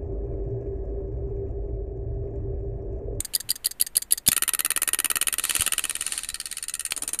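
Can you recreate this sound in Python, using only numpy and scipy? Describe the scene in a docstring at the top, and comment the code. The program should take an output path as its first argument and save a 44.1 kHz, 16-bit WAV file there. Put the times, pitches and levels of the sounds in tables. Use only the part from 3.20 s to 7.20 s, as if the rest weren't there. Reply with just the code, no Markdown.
"""A home-made relay clock on a workbench in a small room, close to a hand-held microphone.
Over a quiet rumble and after one small click, relays step about six times a second, ringing a spring.
At 1.1 s a switch snaps over and one relay chatters about three times as fast, ringing the board.
From about 2 s the board is turned in the hand, with rubbing and a bump, and the microphone
swings away: the chatter thins and more of the room is heard."""
import sys
import numpy as np
from scipy import signal
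from scipy.fft import rfft, irfft, next_fast_len
from scipy.io import wavfile

SR = 44100
rng = np.random.default_rng(int(sys.argv[2]) if len(sys.argv) > 2 else 0)


def digitize_waveform(pressure):
    """Quantize a signal to 16-bit integers and store it at the path in sys.argv[1].

    Rows of a 2-D input are taken as channels; values are limited to [-1, 1].
    """
    field = np.atleast_2d(pressure).T
    bounded = np.clip(field, -1, 1)
    quanta = np.round(bounded * 32767).astype(np.int16)
    wavfile.write(sys.argv[1], SR, quanta)


N = 176400
TIME = np.arange(N) / SR  # seconds into the scene
HIT_TIME = np.arange(SR // 8) / SR  # seconds into one hit


def amp(db):
    """Decibels to gain."""
    return 10 ** (np.asarray(db) / 20)


def along(points, hz):
    """Read a curve of (hz, value) points on a log frequency axis."""
    point_hz, values = np.transpose(points)
    return np.interp(np.log(hz + 1), np.log(point_hz + 1), values)


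def burst(x):
    """Scale a short sound to the energy of 4 ms at full level."""
    return x * np.sqrt(.004 * SR / (np.sum(x ** 2) + 1e-20))


def filtered(x, response):
    """Filter x by a gain given as a function of frequency."""
    size = next_fast_len(N + SR // 2)
    return irfft(rfft(x, size) * response(np.fft.rfftfreq(size, 1 / SR)), size)[:N]


def noise(colour):
    """Coloured noise of rms 1."""
    x = filtered(rng.standard_normal(N), lambda hz: amp(along(colour, hz)))
    return x / x.std()


def add(track, start_s, sound):
    """Mix a sound into the track."""
    i = int(np.clip(round(start_s * SR), 0, N))
    track[i:i + len(sound)] += sound[:N - i]


def room_rumble():
    """The room's quiet background, mostly bass, drifting a little in level."""
    colour = [(25, 4), (60, -3.5), (150, -12.5), (400, -14.5), (1000, -20), (2000, -22.5), (5000, -37.5),
              (14000, -34)]  # spectrum of the room noise: frequency_hz, gain_db
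    swell = [(0, 5), (.5, .5), (1.1, -1), (2.8, 2), (3.15, 0), (3.552, -2), (3.8, 1.5)]  # its drift: time_s, change_db
    return amp(-52.5 + np.interp(TIME, *np.transpose(swell))) * noise(colour)


def crack(colour, t60, grain=None, size=1024, fresh_share=0.6):
    """An impact's fast-dying burst of coloured noise; a part's own grain makes its blows alike."""
    hiss = rng.standard_normal(size)
    if grain is not None:
        hiss = np.sqrt(fresh_share) * hiss + np.sqrt(1 - fresh_share) * grain[:size]
    hiss *= amp(-60 * HIT_TIME[:size] / t60)
    # a minimum-phase filter keeps the attack sharp
    cepstrum = irfft(np.log(amp(along(colour, np.fft.rfftfreq(size, 1 / SR)))))
    cepstrum[1:size // 2] *= 2
    cepstrum[size // 2 + 1:] = 0
    return burst(irfft(rfft(hiss) * np.exp(rfft(cepstrum))))


def thump(hz, t60):
    """One damped sine: a thump when low, a ring when high."""
    return burst(np.sin(2 * np.pi * hz * HIT_TIME) * amp(-60 * HIT_TIME / t60))


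def switch_and_knocks():
    """The switch snap and knocks on the board each crack and swing a body; soft bumps only thump."""
    # switch and handling knocks: start_s, click_db, clack_db, body_db, body_hz, body_t60_s
    knocks = [(.0042, -19, -51, -35, 35.8, 0.14), (1.086, -11, -14, -19, 196, 0.014),
              (2.3964, -25, -30, -24.5, 80, 0.034), (3.7218, -32.5, -21, -27, 2180, 0.0019)]
    click_colour = [(130, -18), (330, 0), (700, -13.5), (950, -18), (1500, -12), (2700, -4.5), (4200, 0),
                    (5400, -17), (6500, 7.5), (8000, 7.5), (9100, 12.5), (11300, -4.5), (12500, 5),
                    (14500, -9)]  # bright part of a knock: frequency_hz, gain_db
    clack_colour = [(150, -26), (450, -24), (1000, -9.5), (1700, -5), (2200, 5.5), (3100, 5), (4000, 6),
                    (5200, 2), (6200, -13), (8000, -4), (12000, -9)]  # midrange part of a knock: frequency_hz, gain_db
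    bumps = [(0.242, -41, 118, 0.33), (3.129, -36.5, 54, 0.064)]  # soft bumps of the hand: start_s, level_db, pitch_hz, t60_s
    out = np.zeros(N)
    for start_s, click_db, clack_db, body_db, hz, t60 in knocks:
        add(out, start_s, amp(click_db) * crack(click_colour, t60=.018))
        add(out, start_s, amp(clack_db) * crack(clack_colour, t60=.009))
        add(out, start_s, amp(body_db) * thump(hz, t60))
    for start_s, db, hz, t60 in bumps:
        add(out, start_s, amp(db) * thump(hz, t60))
    return out


def ring(modes, scatter_db=1.5, detune=0.0048, size=1024):
    """The damped modes of a struck metal part, a little different at every blow."""
    t = HIT_TIME[:size]
    hz, db, t60 = np.transpose(modes)[:, :, None]
    level_draw, pitch_draw = rng.standard_normal((2, len(modes), 1))
    sign = (-1) ** np.arange(len(modes))[:, None]
    decay = np.exp(-np.log(1000) * t / t60) / np.sqrt(t60)
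    tones = np.sin(2 * np.pi * hz * (1 + detune * pitch_draw) * t)
    return burst(np.sum(sign * amp(db + scatter_db * level_draw) * decay * tones, 0))


def blow(track, start_s, db, modes, bounces, colour, crack_db, crack_t60, rise_s, grain=None):
    """Mix in one contact and its bounces, each ringing metal plus a crack, loose in time and level."""
    for delay_s, level_steps in bounces:
        hit = ring(modes) + amp(crack_db) * crack(colour, crack_t60, grain)
        hit *= 1 - np.exp(-HIT_TIME[:len(hit)] / rise_s)
        hit_s = start_s + delay_s + .00008 * rng.normal()
        db_per_step = 1.5 + 0.1931 * rng.normal()
        add(track, hit_s, amp(db + level_steps * db_per_step) * burst(hit))


def slow_relays():
    """Each step: a light tick, a rebounding strike that rings a spring, the next relay, then release."""
    steps = [(0.1502, -15, -18), (0.304, -16, -18.5), (0.4579, -17, -15.5), (.612, -19.5, -10.5),
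             (.7672, -17.5, -8), (0.922, -19.5, -7.5), (1.0768, -20, -7.5)]  # main strikes: start_s, armature_db, spring_db (both ahead of their trims)
    releases = [(0.0479, -24), (0.2017, -24), (0.356, -27.5), (.510, -26.5), (.6651, -25.5), (0.82, -23.5),
                (0.9754, -22.5)]  # the relay lets go: start_s, level_db
    # ringing parts: pitch_hz, relative_energy_db, t60_s
    tick_modes = [(3030, 2.5, 0.0091), (3350, -29, 0.042), (4000, 1, 0.0043), (4500, -3, 0.012),
                  (6960, -5, 0.011), (8800, 1, 0.016), (9970, -3, .015)]
    strike_modes = [(2960, -23.5, .012), (4130, -8, 0.017), (4793, 3, 0.014), (6980, -9, .015),
                    (8380, -5.5, 0.014), (9230, -5, 0.014), (13200, -11, .01), (14200, -5, .01)]
    spring_modes = [(9680, -5.5, 0.013), (10300, 1.5, 0.017), (10850, 8, 0.0067), (11380, 3, 0.0083),
                    (11620, -10, .014)]
    next_relay_modes = [(1890, -23, 0.039), (4500, -3.5, .008), (7500, -12, .008), (8770, 2, 0.009),
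                        (10300, -3, .005), (11300, 10, 0.0057), (14300, -6, 0.0063)]
    release_modes = [(1794, -9.5, 0.018), (4530, -3.5, 0.017), (4860, -4.5, 0.024), (6390, -2, 0.0069),
                     (7270, -4, 0.015), (8550, 2, 0.011), (11200, -1.5, 0.017), (13000, -8, .015)]
    # contact bounces: delay_s, level_steps (about 1.5 dB each)
    tick_bounces = [(0, -1.5), (.003, 0), (.006, -7.5)]
    release_bounces = [(0, -4), (.0032, -2.5), (.005, -4), (.008, -8)]
    single, rebound = [(0.00089, 0)], [(0, 0), (0.0024, -1)]
    colour = [(100, -10.5), (500, -4.5), (1000, -18.5), (1700, -4.5), (2400, -9), (3800, 4.5), (4900, -5),
              (5500, -10.5), (7000, 3.5), (11000, 0), (14500, 1)]  # crack of the contacts: frequency_hz, gain_db
    out = np.zeros(N)
    for start_s, armature_db, spring_db in steps:
        blow(out, start_s - .0134, -26.5, tick_modes, tick_bounces, colour,
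             crack_db=-1, crack_t60=0.037, rise_s=0.00021)
        blow(out, start_s, armature_db - 3, strike_modes, rebound, colour,
             crack_db=-10, crack_t60=0.015, rise_s=0.00077)
        blow(out, start_s, spring_db - 3.5, spring_modes, rebound, colour,
             crack_db=-11.5, crack_t60=0.018, rise_s=0.00092)
        blow(out, start_s + 0.0098, -18.5, next_relay_modes, single, colour,
             crack_db=-6.5, crack_t60=0.011, rise_s=0.00041)
        add(out, start_s + 0.015, amp(-41.5) * thump(hz=1940, t60=0.03))  # last knock of the cover
    for start_s, db in releases:
        blow(out, start_s, db, release_modes, release_bounces, colour,
             crack_db=-1.5, crack_t60=0.019, rise_s=0.00019)
    return out


def fast_relay(held_s=.0125, trim_db=-1):
    """The coil pulls the armature in and holds it; it drops back on its stop and rings the board."""
    chatter = [(1.1176, -14, -18.5), (1.1653, -15, -19), (1.2224, -14.5, -20), (1.279, -17, -17.0),
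               (1.3358, -16, -20), (1.3925, -17, -19.5), (1.4483, -16, -19), (1.505, -15.5, -20.5),
               (1.5626, -17, -19), (1.6195, -16, -18.5), (1.6764, -16.5, -19.5), (1.733, -15, -19),
               (1.7889, -17.5, -18.5), (1.8455, -15.5, -18.5), (1.9018, -16.5, -19.0),
               (1.9567, -16.5, -18.5), (2.014, -14.5, -19.5), (2.071, -16.0, -17), (2.127, -18.5, -20),
               (2.1837, -17, -20.0), (2.2394, -17.5, -20), (2.2961, -16.5, -17.5), (2.352, -15, -17),
               (2.4081, -15, -15.5), (2.4643, -15.0, -17.0), (2.5222, -15.0, -17.5), (2.5811, -15.5, -17.5),
               (2.6403, -17.5, -20.0), (2.6963, -18, -20.5), (2.7534, -19, -25), (2.8099, -18, -22.5),
               (2.8652, -17.5, -25), (2.922, -17.5, -26), (2.9779, -19.5, -25.5), (3.0339, -25, -26.5),
               (3.0889, -21.5, -27.5), (3.144, -22, -31), (3.2009, -22.5, -29.5), (3.2567, -23, -30),
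               (3.314, -25, -25), (3.3704, -23.5, -26), (3.4267, -23.0, -26.5), (3.4832, -22.5, -23.5),
               (3.5394, -19.5, -24), (3.5953, -20.5, -23.0), (3.6514, -19.5, -23), (3.7076, -22, -21.5),
               (3.7644, -23, -20.5), (3.822, -19.5, -21.5), (3.878, -18.5, -22), (3.9332, -17.5, -22.5),
               (3.9901, -18.5, -24.0)]  # armature strokes: start_s, pull_db, drop_db (both ahead of their trims)
    # ringing parts: pitch_hz, relative_energy_db, t60_s
    pull_modes = [(343, -20, 0.036), (1300, -12, 0.014), (1818, -9.5, 0.036), (2475, -9, 0.0079),
                  (2977, -7.5, .018), (4340, -12, 0.012), (5500, -8.5, 0.0041), (7255, -7, 0.015),
                  (8847, 3.5, 0.0067), (9575, 5.5, 0.0079), (10400, -14, .007), (12330, -7, 0.006)]
    drop_modes = [(1314, -1.5, 0.011), (1900, -2.5, 0.022), (2580, -0.5, 0.012), (3120, -12, 0.0095),
                  (3980, 1, 0.0046), (7350, 3, 0.0041), (8940, 3, 0.0073), (9780, -1.5, .012),
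                  (10570, 6.5, 0.0073), (11150, 3.5, 0.0061), (11960, 5.5, .005), (13800, -5, .008)]
    # contact bounces: delay_s, level_steps (about 1.5 dB each)
    pull_bounces = [(-.003, -25.5), (-.0013, -8.5), (0, -0.5), (.0012, -7.5), (.0031, -11), (.0058, -11)]
    drop_bounces = [(-.0013, -10.5), (0, 1), (.0017, -10.5)]
    # cracks of the contacts: frequency_hz, gain_db
    pull_colour = [(100, -24.5), (420, -4), (650, -3), (900, -14.5), (1500, -4.5), (2300, -8.5), (3900, 1),
                   (5900, -4.5), (7500, 1.5), (11500, 7), (14500, -4.5)]
    drop_colour = [(100, -8), (700, -3.5), (1500, -3.5), (3000, -3), (4200, 0), (5200, -2.5), (7200, 6),
                   (11500, 9.5), (14500, 1.5)]
    out = np.zeros(N)
    pull_grain, drop_grain = rng.standard_normal((2, len(HIT_TIME)))
    for start_s, pull_db, drop_db in chatter:
        drop_s = start_s + held_s
        blow(out, start_s, pull_db + trim_db, pull_modes, pull_bounces, pull_colour,
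             crack_db=-5.5, crack_t60=0.028, rise_s=0.00029, grain=pull_grain)
        blow(out, drop_s, drop_db + trim_db, drop_modes, drop_bounces, drop_colour,
             crack_db=-3, crack_t60=0.01, rise_s=0.00077, grain=drop_grain)
        backstop_slap = -amp(drop_db - 18) * thump(hz=2450, t60=0.0016)
        board_hz = 1943 * (1 + 0.0413 * rng.normal())
        board_ring = amp(drop_db - 26) * thump(board_hz, t60=0.2)
        add(out, drop_s, backstop_slap + board_ring)
    return out


def microphone_turn(x, bass_hz=1140, lows_hz=3400, peak_octaves=0.34, treble_hz=10380):
    """The colour shifts as the microphone turns: two low shelves, a midrange peak, a treble shelf."""
    # tone along the turn: time_s, bass_db, lows_db, peak_db, peak_hz, treble_db
    shading = [(1.1, -1.5, 2, 2.5, 4000, 2.5), (1.9, 3.5, 2, 2, 3140, 1.5), (2.252, 1, -1, 6, 3220, -1.5),
               (2.55, 4.5, -2, 8.5, 2950, -3.5), (2.9, -5.5, -1.5, 2, 2830, -9.5),
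               (3.15, -13.5, 0, 10.5, 4600, -7), (3.7, -23, -5.5, -1, 4600, -7.5),
               (3.77, 12, -9.5, 0.5, 4700, -10), (4, 6, -8, -2.5, 4740, -5)]
    hz, t, spectrum = signal.stft(x, SR, nperseg=256)
    hz = hz[:, None] + 1
    time_s, *columns = np.transpose(shading)
    bass_db, lows_db, peak_db, peak_hz, treble_db = (np.interp(t, time_s, c) for c in columns)
    bass = bass_db / (1 + (hz / bass_hz) ** 10)
    lows = lows_db / (1 + (hz / lows_hz) ** 6)
    peak = peak_db * np.exp(-(np.log2(hz / peak_hz) / peak_octaves) ** 2)
    treble = treble_db * (1 - 1 / (1 + (hz / treble_hz) ** 24))
    return signal.istft(spectrum * amp(bass + lows + peak + treble), SR, nperseg=256)[1][:N]


def finger_rub(catches_per_s=450, roughness_db=2.5):
    """Fingers slide over the board in many tiny catches."""
    levels = [(2.15, -74), (2.24, -37), (2.33, -36.5), (2.43, -34), (2.5, -54), (2.6, -45), (2.76, -48),
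              (2.85, -42.5), (2.96, -35.5), (3.03, -46), (3.15, -58.5), (3.3, -49), (3.42, -54.5)]  # course of the rubbing: time_s, level_db
    colour = [(120, -40), (200, -11), (344, -17.5), (800, -13.5), (1510, -14), (2330, -6.5), (2900, -13.5),
              (4310, -3.5), (5400, -14), (9210, -2.5), (11600, -11), (15000, -37)]  # friction spectrum: frequency_hz, gain_db
    catches = np.interp(TIME * catches_per_s, np.arange(N), rng.standard_normal(N))
    friction = noise(colour) * amp(roughness_db * catches)
    level_db = np.interp(TIME, *np.transpose(levels), left=-120, right=-120)
    return friction / friction.std() * amp(level_db)


def room_reflections(x, build_s=0.0024, crossfade_s=.0564, count=7):
    """The small room's answer, fading from one short tail to the next as the microphone moves."""
    decay_times = [(200, 0.07), (2000, 0.078), (6000, 0.056), (14000, 0.11)]  # decay of the room: frequency_hz, t60_s
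    colour = [(200, 4), (700, 8.5), (1500, 1), (3000, 1), (4200, 2.5), (5500, -1.5), (7000, 0),
              (9300, -4.5), (11000, -15.5), (14000, -3)]  # tone of the reflections: frequency_hz, gain_db
    out = np.zeros(N)
    position = TIME / crossfade_s
    for k in range(count):
        hz, t, spectrum = signal.stft(rng.standard_normal(SR // 3), SR, nperseg=256)
        tail_db = along(colour, hz)[:, None] - 60 * t / along(decay_times, hz)[:, None]
        tail = signal.istft(spectrum * amp(tail_db), SR, nperseg=256)[1]
        tail *= 1 - np.exp(-np.arange(len(tail)) / SR / build_s)
        share = np.sqrt(np.clip(1 - abs((position - k) % count - 1), 0, 1))
        out += signal.fftconvolve(x * share, tail / np.linalg.norm(tail))[:N]
    return out


def scene():
    """Relays and hands close up; the chatter's reflections grow as the microphone swings away."""
    near = slow_relays() + switch_and_knocks() + finger_rub()
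    chatter = microphone_turn(fast_relay())
    away_db = np.interp(TIME, (1.8, 3.76), (0, 9))
    reflections = room_reflections(amp(-17.5) * near + amp(-15.5 + away_db) * chatter)
    return (near + chatter + reflections + room_rumble())[None]


def record(dry):
    """The mono microphone rounds off the highest peaks and keeps nothing above its band limit."""
    ceiling, top_hz = .66, 14800
    rounded = dry[0] / (1 + (dry[0] / ceiling) ** 6) ** (1 / 6)
    return filtered(rounded, lambda hz: 1 / np.sqrt(1 + (hz / top_hz) ** 120))[None]


dry = scene()
out = record(dry)
digitize_waveform(out)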